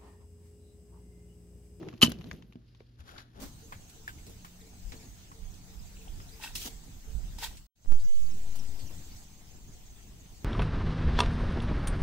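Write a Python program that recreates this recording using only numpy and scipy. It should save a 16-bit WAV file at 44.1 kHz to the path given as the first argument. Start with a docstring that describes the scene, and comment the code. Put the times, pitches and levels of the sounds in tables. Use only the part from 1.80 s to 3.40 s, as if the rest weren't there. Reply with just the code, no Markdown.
"""Close by in a quiet room, over a low mains hum, fingers rub and tick on a toy locomotive.
At about 0.2 s it is set down on a wooden track: its wheels clack one after another and the
track thumps on its felt-covered table. The toy slides with a faint hiss, then a finger strokes
off its shell. From about 1.2 s come a soft rustle and a few duller knocks from further off."""
import sys
import numpy as np
from scipy import signal
from scipy.fft import rfft, irfft, next_fast_len
from scipy.io import wavfile
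from scipy.ndimage import map_coordinates

SR = 44100
rng = np.random.default_rng(int(sys.argv[2]) if len(sys.argv) > 2 else 0)


def wav_record(signal):
    """Record a signal, one row per channel, as 16-bit PCM in the file named by sys.argv[1]."""
    frames = np.transpose(np.atleast_2d(signal))
    bounded = np.clip(frames, -1, 1)
    # unit amplitude maps onto the largest positive 16-bit level
    quanta = np.round(bounded * 32767).astype(np.int16)
    wavfile.write(sys.argv[1], SR, quanta)


N = 70560  # 1.6 seconds
BURST_TIME = np.arange(int(0.2 * SR)) / SR  # the clock of one short sound, in seconds
LANDING_S = 0.23


def amp(db):
    """Turn decibels into a gain."""
    return 10 ** (np.asarray(db) / 20)


def unit(x):
    """Scale x to an average (rms) level of 1."""
    return x / np.sqrt(np.mean(x ** 2) + 1e-20)


def along(points, hz):
    """Read between (Hz, value) points on a log frequency axis."""
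    freqs, values = np.transpose(points)
    return np.interp(np.log(hz + 1), np.log(freqs + 1), values)


def curves(rows):
    """One value per sample for each column after the time."""
    times, *columns = np.transpose(rows)
    return [np.interp(np.arange(N) / SR, times, column) for column in columns]


def since(start):
    """Seconds since start, zero before."""
    return np.maximum(np.arange(N) / SR - start, 0)


def fade(t, t60, rise):
    """A quick rise, then a fall of 60 dB in t60 seconds: the fade time."""
    return np.exp(-np.log(1000) * t / t60) * (1 - np.exp(-t / rise))


def add(out, start, x):
    """Mix the short sound x into out at start seconds."""
    i = int(np.clip(round(start * SR), 0, N - 1))
    out[..., i:i + x.shape[-1]] += x[..., :N - i]


def filtered(x, response):
    """Multiply each frequency in x by response(hz)."""
    size = next_fast_len(N + 8192)
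    return irfft(rfft(x, size) * response(np.fft.rfftfreq(size, 1 / SR)), size)[..., :N]


def lagged(x, lag):
    """The left channel arrives lag seconds after the right."""
    return filtered(x, lambda hz: np.exp(-1j * np.pi * hz * lag * np.array([[1], [-1]])))


def pan(left_db):
    """Turn the left side up and the right side down by left_db."""
    return amp([[left_db], [-left_db]])


def grainy(x, depth_db, rate):
    """Make x rough: its level jumps about rate times a second."""
    jumps = rng.standard_normal(N // 8)
    return x * unit(amp(depth_db * map_coordinates(jumps, [np.arange(N) * rate / SR])))


def ring(tones, rise, scatter_db, detune=0):
    """A struck object's fading tones; chance varies level by scatter_db and pitch by detune."""
    out = 0
    for hz, db, t60 in tones:
        level = amp(db + scatter_db * rng.normal())
        pitch = hz * (1 + detune * rng.normal())
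        out += level * np.sin(2 * np.pi * pitch * BURST_TIME) * fade(BURST_TIME, t60, rise)
    return out


# How alike left and right sound. Each row: frequency in Hz, likeness from 0 to 1.
LIKENESS = [(50, 0.93), (250, .9), (600, 0.4), (2000, 0.72), (10000, 0.16)]

def rush(colour, width=None):
    """Stereo noise with a colour of (Hz, dB) points; a width of 0 makes both sides the same."""
    def response(hz):
        if width is None:
            spread = np.tan(np.arccos(np.clip(along(LIKENESS, hz), 0, 1)) / 2)
        else:
            spread = np.full_like(hz, width)
        return amp(along(colour, hz)) * np.array([np.ones_like(hz), spread])
    mid, side = filtered(rng.standard_normal((2, N)), response)
    return unit(np.array([mid + side, mid - side]))


# The colour of the room's air, and the hum's tones. Each row: frequency in Hz, level in dB.
AIR_COLOUR = [(20, -18.5), (50, 4), (85, -0.5), (160, -9.5), (300, -12), (800, -36.5), (5000, -38),
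              (8000, -61)]
HUM_TONES = [(119.8, -62), (240, -73)]

def background():
    """Room air and mains hum, steady throughout."""
    hum = sum(np.sqrt(2) * amp(db) * np.sin(2 * np.pi * (hz * since(0) + rng.random()))
              for hz, db in HUM_TONES)
    return amp(-60) * rush(AIR_COLOUR) + hum


# Fingers on the toy. Each row: time in seconds, low rubbing in dB, hiss in dB.
GRIP_LEVELS = [(0, -46.5, -64), (.035, -41, -64), (.10, -45.5, -65), (.2, -50.5, -70.5), (.3, -38, -51),
               (.37, -47, -66), (.54, -45.5, -65), (.68, -55.5, -79), (.8, -67, -93), (1.15, -86, -90.5)]
# Colours of the rub in the air, the rub on the track and the hiss.
# Each row: frequency in Hz, level in dB.
HELD_COLOUR = [(40, -18), (170, 0), (260, -11.5), (335, 2.5), (480, -14), (1200, -28), (3000, -63.5)]
LANDED_COLOUR = [(30, -15), (55, -4), (120, -8), (175, 3), (240, -8), (350, -9.5), (550, -22),
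                 (3000, -57.5)]
SKIN_COLOUR = [(300, -6.5), (900, -4.5), (3000, 3.5), (6800, -6.5), (8400, -32), (11000, -12),
               (13500, -20.5), (15500, -40)]

def fingers():
    """Skin catches and slips on the toy; the rubbing deepens once it stands on the track."""
    rub_db, hiss_db = curves(GRIP_LEVELS)
    landed = 1 - np.exp(-since(LANDING_S) / 0.013)
    rub = (1 - landed) * rush(HELD_COLOUR) + landed * rush(LANDED_COLOUR)
    rub = grainy(rub, depth_db=3.5, rate=40)
    hiss = grainy(rush(SKIN_COLOUR), depth_db=3.5, rate=1000)
    return amp(rub_db) * rub + amp(hiss_db) * hiss


# The broad, woody body of a tap. Each row: frequency in Hz, level in dB.
WOOD_COLOUR = [(250, -7), (900, 8.5), (2500, 0), (6500, -7), (8400, -31.5), (11500, -21.5), (15500, -40)]

def taps(rows, t60_1k, q, body_db, rise, width):
    """Short noise bursts, each around one pitch; a larger q makes that pitch clearer."""
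    out, size = np.zeros((2, N)), len(BURST_TIME)
    hz = np.fft.rfftfreq(size, 1 / SR)
    body = amp(body_db + along(WOOD_COLOUR, hz))
    for start, db, centre in rows:
        t60 = t60_1k * (1000 / centre) ** 0.68  # higher taps die sooner
        peak = 1 / (1 + (q / 2 * (hz / centre - centre / (hz + 1))) ** 2)
        colour = peak + body * min(centre / 2000, 1) ** 2
        mid, side = irfft(rfft(rng.standard_normal((2, size))) * colour, size)
        burst = unit(np.array([mid + width * side, mid - width * side]))
        add(out, start, amp(db) * burst * fade(BURST_TIME, t60, rise))
    return out


# Small ticks on the toy. Each row: start in seconds, level in dB, pitch in Hz.
TOY_TICKS = [(.0282, -46.5, 1300), (.0858, -38.5, 2550), (.1268, -50, 1170), (.138, -49, 2650),
             (.178, -50.5, 4560), (.2635, -39.5, 10700), (.2942, -34, 11100), (.3015, -37, 11500),
             (.3178, -31.5, 3080), (.3192, -33.5, 5730), (.3194, -35.5, 11670), (.3872, -47.5, 4260),
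             (.4107, -47, 2260), (.4165, -48, 2930), (.4418, -46.5, 3430), (.471, -51, 2710),
             (.5122, -33, 2084), (.5195, -58, 4900), (.530, -47, 6260), (.623, -48.5, 2916),
             (.724, -53, 2477), (.732, -55.5, 3322), (.756, -57, 3000), (.948, -53.5, 3277),
             (1.0035, -54, 2230), (1.006, -50.5, 421)]

def ticks():
    """Axles, coupling and fingers tap lightly, a little to the left."""
    return taps(TOY_TICKS, t60_1k=0.042, q=6.5, body_db=-8, rise=0.00049, width=0.88) * pan(1.4)


# Dull bumps on the track. Each row: start in seconds, level in dB.
TRACK_THUMPS = [(.138, -40.5), (0.2309, -14), (.2450, -36), (0.2617, -29.5), (0.2815, -27.5),
                (0.443, -44.5), (0.756, -41)]
# The tones of track and table. Each row: pitch in Hz, level in dB, fade time in seconds.
TRACK_TONES = [(99.3, -14.5, 0.12), (134, -13.5, 0.12), (178.8, -6, 0.13), (235, 2, 0.087),
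               (294, -11.5, 0.086), (369, -17, 0.14), (630, -24.5, 0.2)]

def track():
    """The toy's weight pushes the track down; the table booms, and rocks after the landing."""
    boom, t = np.zeros(N), since(LANDING_S)
    for start, db in TRACK_THUMPS:
        add(boom, start, -amp(db) * ring(TRACK_TONES, rise=0.00042, scatter_db=1))
    boom = signal.sosfilt(signal.butter(3, 79, 'highpass', fs=SR, output='sos'), boom)
    rocking = amp(-26) * np.sin(2 * np.pi * 55.5 * t) * fade(t, t60=0.22, rise=0.053)
    return lagged(boom + rocking, -0.00038) * pan(-0.5)


# Wheels meeting the track. Each row: start in seconds, crack in dB, ring in dB.
WHEEL_HITS = [(0.2125, -34.5, -43.5), (0.2171, -22, -16.5), (0.219, -24, -26), (0.2217, -21, -25.5),
              (0.2246, -8.5, -21.5), (0.228, -17.5, -8.5), (0.2311, -13.5, -24), (0.2326, -13.5, -15.5),
              (0.236, -19.5, -23.5), (0.239, -28, -29.5), (0.2434, -24.5, -26.5), (0.2453, -19.5, -19.5),
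              (0.2483, -25.5, -25.5), (0.2584, -37.5, -31), (0.2641, -35, -36.5), (0.2712, -44, -29)]
# The crack's colour, and the tones of wheels and shell. Each row: frequency in Hz, level in dB.
CRACK_COLOUR = [(300, -13), (1200, -1), (1800, -6), (4200, 1), (7000, -4), (8200, -14), (10200, -6.5),
                (12700, -8.5), (15500, -34.5)]
TOY_TONES = [(1022, -18), (1214, -16.5), (1540, -20.5), (2660, -19.5), (2820, -13.5), (3010, 1.5),
             (3130, -17.5), (3520, -20), (3800, -11.5), (4120, -14.5), (4450, -19.5), (5150, -20.5)]

def wheels():
    """Each wheel cracks on the wood, chatters and rings the toy."""
    crack_power, rings = np.zeros(N), np.zeros(N)
    tones = [(hz, db, 0.033) for hz, db in TOY_TONES]  # all fade in 33 ms
    for start, crack_db, ring_db in WHEEL_HITS:
        add(crack_power, start, (amp(crack_db) * fade(BURST_TIME, t60=0.011, rise=0.0001)) ** 2)
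        # Each hit loads the toy differently and shifts its tones a little.
        add(rings, start, amp(ring_db) * ring(tones, rise=0.00019, scatter_db=3, detune=0.012))
    cracks = shell(np.sqrt(crack_power) * rush(CRACK_COLOUR, width=0.48))
    cracks = grainy(cracks, depth_db=3, rate=700)  # loose wheels and axles chatter
    return lagged(cracks, 0.000008) + lagged(rings, -0.00005) * pan(0.8)


def shell(cracks):
    """The toy's body smears each crack with a short, dense ring."""
    tail = rng.standard_normal((2, len(BURST_TIME))) * fade(BURST_TIME, t60=0.052, rise=0.00032)
    tail /= np.linalg.norm(tail[0])
    return cracks + amp(-3.5) * signal.fftconvolve(cracks, tail, axes=1)[:, :N]


# How long the room echoes. Each row: frequency in Hz, fade time in seconds.
ROOM_FADE = [(3000, 0.35), (13000, 0.059)]

def room(x, delay, decay=ROOM_FADE):
    """A wash of echoes, delay seconds late, whose frequencies die at their own speeds."""
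    hz, t, spectrum = signal.stft(rng.standard_normal((2, SR // 2)), SR, nperseg=256)
    spectrum *= np.exp(-np.log(1000) * t / along(decay, hz)[:, None])
    tail = signal.istft(spectrum, SR, nperseg=256)[1]
    tail /= np.linalg.norm(tail[0])
    echoes = signal.fftconvolve(x.mean(axis=0)[None], tail, axes=1)[:, :N]
    return filtered(echoes, lambda hz: np.exp(-2j * np.pi * hz * delay))


# How loud the slide is. Each row: time in seconds, level in dB.
SLIDE_LEVELS = [(.3, -83.5), (.52, -71.5), (.63, -87.5), (.72, -82), (.78, -100)]
# Its colour. Each row: frequency in Hz, level in dB.
SLIDE_COLOUR = [(8000, -27), (10200, -2.5), (13000, 1), (15500, -29.5)]

def sliding():
    """The toy slides along the track with an airy friction hiss."""
    level_db, = curves(SLIDE_LEVELS)
    return grainy(amp(level_db) * rush(SLIDE_COLOUR), depth_db=3, rate=120)


# How loud the finger stroke is. 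Each row: time in seconds, level in dB.
STROKE_LEVELS = [(.81, -95.5), (.88, -74.5), (1.16, -78), (1.2, -102)]
# Its colour. Each row: frequency in Hz, level in dB.
STROKE_COLOUR = [(800, -23), (2700, -1.5), (4900, 1), (8000, -24.5), (12000, -16.5), (15000, -32)]

def finger_stroke():
    """A finger strokes off the shell, catching and slipping as it goes."""
    level_db, = curves(STROKE_LEVELS)
    return grainy(amp(level_db) * rush(STROKE_COLOUR), depth_db=3, rate=120)


# Movement further off. Each row: time in seconds, hiss in dB, low body in dB.
RUSTLE_LEVELS = [(1.17, -80, -84.5), (1.205, -59, -65), (1.232, -72, -68.5), (1.293, -53.5, -58.5),
                 (1.345, -62.5, -55.5), (1.40, -54.5, -58.5), (1.45, -70.5, -70.5), (1.525, -75.5, -72.5),
                 (1.565, -62, -52.5), (1.6, -61.5, -47.5)]
# Colours of that hiss and body. Each row: frequency in Hz, level in dB.
RUSTLE_HISS = [(300, -12.5), (1000, 0.5), (1500, 8), (2300, -3.5), (3300, 1), (7000, -7.5), (8400, -28),
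               (10500, -8.5), (15500, -24.5)]
RUSTLE_BODY = [(70, 3.5), (300, -3), (850, -10.5), (2000, -45)]

def far_rustle():
    """Soft movement makes a grainy hiss over a smooth, low noise."""
    hiss_db, body_db = curves(RUSTLE_LEVELS)
    hiss = grainy(rush(RUSTLE_HISS), depth_db=2, rate=450)
    return amp(hiss_db) * hiss + amp(body_db) * rush(RUSTLE_BODY)


# Duller knocks. Each row: start in seconds, level in dB, pitch in Hz.
DULL_KNOCKS = [(1.203, -60, 1466), (1.338, -52, 650), (1.36, -47.5, 1410), (1.379, -38.5, 4200),
               (1.382, -42, 1833)]
# Hollow bumps. Each row: start in seconds, level in dB, pitch in Hz, fade time in seconds.
HOLLOW_BUMPS = [(1.196, -44, 72, 0.24), (1.291, -31, 1357, 0.011)]

def far_knocks():
    """Noisy knocks and bumps that ring at one pitch echo in the room."""
    knocks = taps(DULL_KNOCKS, t60_1k=0.076, q=7.4, body_db=-14, rise=0.0018, width=0.85)
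    for start, db, hz, t60 in HOLLOW_BUMPS:
        add(knocks, start, ring([(hz, db, t60)], rise=0.0012, scatter_db=4))
    return knocks + amp(-10.5) * room(knocks, delay=0.0098)


def scene():
    """The near toy with its echoes, the hand, far sounds to the left and the room's background."""
    near = ticks() + wheels() + track()
    short_echo = amp(-22.5) * room(near, delay=0.025, decay=[(1000, 0.048)])
    long_echo = amp(-33) * room(near, delay=0.015)
    friction = fingers() + sliding() + finger_stroke()
    far = lagged(far_rustle() + far_knocks(), -0.0004) * pan(2)
    return near + short_echo + long_echo + friction + far + background()


def record(dry):
    """Cut away the very highest treble, above 15850 Hz."""
    return filtered(dry, lambda hz: hz < 15850)


dry = scene()
out = record(dry)
wav_record(out)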